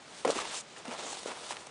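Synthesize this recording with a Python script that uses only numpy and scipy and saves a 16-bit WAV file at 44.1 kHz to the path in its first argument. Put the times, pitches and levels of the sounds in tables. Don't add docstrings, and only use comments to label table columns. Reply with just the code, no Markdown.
import sys
import numpy as np
from scipy import signal
from scipy.fft import rfft, irfft, next_fast_len
from scipy.io import wavfile
from scipy.ndimage import uniform_filter1d

SR = 44100
rng = np.random.default_rng(int(sys.argv[2]) if len(sys.argv) > 2 else 0)


def materialize(psi):
    bounded = np.clip(np.atleast_2d(psi).T, -1, 1)
    quanta = np.round(bounded * 32767).astype(np.int16)
    wavfile.write(sys.argv[1], SR, quanta)


N = 74970


def undb(db):
    return 10 ** (np.asarray(db) / 20)


def unit(x):
    return x / np.sqrt(np.mean(x ** 2) + 1e-18)


def since(start):
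    return np.arange(N) / SR - start


def ring(start, t60):
    t = since(start)
    return (t >= 0) * np.exp(-np.log(1000) * np.maximum(t, 0) / t60)


def colour(x, points, tilt_db=0):
    size = 2 * next_fast_len(N // 2 + 2048)
    bin_hz = np.arange(size // 2 + 1) * SR / size
    octave = np.log2(np.maximum(bin_hz, 20) / 1000)
    hz, db = np.array(points).T
    gain_db = np.interp(octave, np.log2(hz / 1000), db) + tilt_db * octave
    cepstrum = irfft(np.log(undb(gain_db)))
    cepstrum[1:size // 2] *= 2
    cepstrum[size // 2 + 1:] = 0
    return unit(irfft(rfft(x, size) * np.exp(rfft(cepstrum)))[:N])


def resonance(x, hz, width_hz):
    return signal.lfilter(*signal.iirpeak(hz, hz / width_hz, fs=SR), x)


def fractures(per_s, spread_db):
    size = undb(spread_db * np.minimum(rng.exponential(size=N), np.pi))
    return (rng.random(N) < per_s / SR) * size * rng.choice([-1, 1], N)


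def flicker(per_s):
    span = int(SR / per_s)
    held = rng.standard_normal(N)[np.arange(N) // span]
    return unit(uniform_filter1d(uniform_filter1d(held, span), span))


# frequency in Hz, spectral density in dB.
AIR_SPECTRUM = [(25, -10), (50, -13), (76, 3), (100, -4.5), (150, 6), (210, 3.5), (400, 3.5), (800, 3.5),
                (1600, 0), (3500, -3.5), (7000, -8.5), (10000, -16.5)]

def air(level_db=-52.5):
    return undb(level_db) * colour(rng.standard_normal(N), AIR_SPECTRUM)


# frequency in Hz, level in dB.
RIME_SPECTRUM = [(100, -37.5), (400, -17), (1000, -10), (2000, -7.5), (3700, 1), (5200, -1.5), (7000, 0.5),
                 (8500, 0), (10000, -6)]
# fastest moment in seconds, level in dB, rise and fall in
# seconds, tilt in dB per octave, lift of the high scrape in dB.
LEG_SWINGS = [(.2, -51, 0.13, 0.09, -1.5, -4.5), (0.307, -41, 0.022, 0.048, -1.5, 3),
              (.385, -40, 0.059, 0.053, -5.5, 1), (.50, -42.5, 0.056, 0.078, -5, -1),
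              (0.573, -37, 0.044, 0.027, -1.2, -0.5), (.608, -42, 0.01, 0.0067, .9, 6),
              (.74, -55.5, 0.073, 0.11, -5, 2), (0.783, -46.5, 0.0061, 0.011, 0.5, 3),
              (0.929, -53, 0.089, 0.0091, -1, -5), (1.03, -43.5, 0.075, 0.048, -4.4, -2.5),
              (1.084, -44.5, 0.046, 0.051, -3.5, 9), (1.149, -44.5, 0.071, 0.11, -2, -1),
              (1.278, -44.5, 0.032, 0.055, -3.4, -1.5), (1.44, -47.5, 0.14, 0.16, -1.1, -5.5),
              (1.513, -38.5, 0.021, 0.01, 0, -4), (1.63, -55.5, 0.083, 0.069, 1.5, 0.5)]

def swishes():
    out = np.zeros(N)
    scrape_flicker_db = 2 * flicker(per_s=70.35)
    for fastest, db, rise, fall, tilt_db, scrape_db in LEG_SWINGS:
        t = since(fastest)
        speed = np.exp(-(t / np.where(t < 0, rise, fall)) ** 2)
        rime = colour(fractures(per_s=14000, spread_db=4.5), RIME_SPECTRUM, tilt_db)
        high_band = resonance(rime, hz=7040, width_hz=2350)
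        scrape = (undb(scrape_db + scrape_flicker_db) - 1) * high_band
        out += undb(db) * speed * unit(rime + scrape)
    level_flicker_db = 1.5 * flicker(per_s=110)
    return out * undb(level_flicker_db)


# frequency in Hz, level in dB.
CRUST_SPECTRUM = [(60, -36), (140, -24), (250, -5.5), (450, -0.5), (750, 0.5), (1200, -1), (1700, -7.5),
                  (2600, -7.5), (4500, -13), (10000, -18)]
# start in seconds, level in dB, hold and release in seconds,
# tilt in dB per octave.
FOOT_LOADS = [(0.065, -57, 0.13, .06, -1), (0.248, -36, 0.054, 0.04, -2), (0.347, -37.5, 0.037, 0.088, 0.7),
              (0.504, -41.5, 0.041, 0.051, 1.7), (.76, -49, 0.011, 0.048, -0.3),
              (0.846, -44, 0.042, 0.037, -1.5), (0.905, -40.5, .03, 0.035, -0.8),
              (0.978, -44, 0.052, .17, -2), (1.265, -40, 0.034, 0.038, -1.2),
              (1.348, -47, 0.087, 0.098, 0.3), (1.504, -40, 0.017, .022, 1),
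              (1.542, -52, 0.045, 0.11, -1.1)]

def crunches(attack_s=0.0051):
    out = np.zeros(N)
    crumbs = fractures(per_s=3200, spread_db=4)
    for start, db, hold, release, tilt_db in FOOT_LOADS:
        t = since(start)
        loading = np.clip(t / attack_s, 0, 1)
        settling = np.exp(-(np.maximum(t - hold, 0) / release) ** 2)
        crunch = colour(np.roll(crumbs, rng.integers(N)), CRUST_SPECTRUM, tilt_db)
        out += undb(db) * loading * settling * crunch
    return out


# frequency in Hz, level in dB.
CRACK_SPECTRUM = [(100, -44.5), (300, -10.5), (900, -12), (2500, -2), (4500, -8.5), (10000, -12)]
# start in seconds, peak of the thump in dB, pitch in Hz,
# 60 dB decay time in seconds, level of the crack in dB relative to the thump.
CRUST_BREAKS = [(0.2486, -18.5, 940, 0.0092, -13), (0.2516, -16, 507, 0.025, -18),
                (.2545, -26.5, 686, 0.035, -11), (0.2633, -26, 282, 0.038, -22),
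                (.2760, -18.5, 640, 0.0075, -9.5), (0.2795, -26, 437, 0.02, -12),
                (.2865, -20, 464, 0.021, -15), (0.2925, -21, 430, .02, -22), (.3000, -17, 566, 0.014, -19),
                (0.3559, -35, 303, 0.077, -20), (0.3639, -26, 346, 0.016, -13),
                (.3726, -34, 780, 0.0031, 2), (0.3883, -22.5, 1156, 0.01, -11.5),
                (.4175, -35.5, 890, 0.015, -6), (0.452, -32.5, 927, 0.015, -2),
                (.8535, -36.5, 740, 0.02, -2.5), (0.88, -34, 239, 0.072, -6), (.9110, -43, 397, 0.013, -2),
                (0.9367, -34, 630, .016, -10), (1.1290, -30.5, 804, 0.014, -15),
                (1.1700, -35, 800, 0.0092, -7), (1.2315, -35, 721, 0.0054, -2),
                (1.2590, -24.5, 508, 0.008, -16), (1.3152, -32, 920, 0.0035, -8),
                (1.5076, -27.5, 817, 0.01, -22), (1.6701, -41, 710, 0.01, -2)]

def knocks(push_s=0.0011, upper_ratio=2.05, upper_db=-11.5):
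    out = np.zeros(N)
    crack_noise = colour(rng.standard_normal(N), CRACK_SPECTRUM)
    for start, db, hz, t60, crack_db in CRUST_BREAKS:
        t = np.maximum(since(start), 0)
        push = 1 - np.exp(-t / push_s)
        phase = 2 * np.pi * hz * t
        modes = np.sin(phase) + undb(upper_db) * np.sin(upper_ratio * phase)
        thump = push * ring(start, t60) * modes
        crack = undb(crack_db) * crack_noise * ring(start, t60=0.019)
        out += undb(db) * (crack - thump / np.abs(thump).max())
    return out


# start in seconds, level in dB, centre frequency in Hz.
STALK_BREAKS = [(0.3056, -26, 5250), (0.457, -37.5, 2600), (.7635, -40, 1580), (.772, -43, 2400),
                (0.9352, -39.5, 5400), (1.1426, -36.5, 3100), (1.559, -41, 2000), (1.5680, -31, 2280),
                (1.6682, -41, 5870)]

def snaps():
    out = np.zeros(N)
    for start, db, hz in STALK_BREAKS:
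        band = resonance(rng.standard_normal(N), hz, width_hz=hz)
        stalk = resonance(band, hz, width_hz=hz)
        out += undb(db) * unit(stalk) * ring(start, t60=0.014)
    return out


def scene():
    step_bass_cut = signal.butter(3, 167, "high", fs=SR, output="sos")
    steps = signal.sosfilt(step_bass_cut, knocks() + crunches())
    return (air() + swishes() + steps + snaps())[None]


def record(dry):
    bass_cut = signal.butter(2, 55, "high", fs=SR, output="sos")
    top_cut = signal.ellip(12, .2, 70, 10080, fs=SR, output="sos")
    return signal.sosfilt(top_cut, signal.sosfilt(bass_cut, dry))


dry = scene()
out = record(dry)
materialize(out)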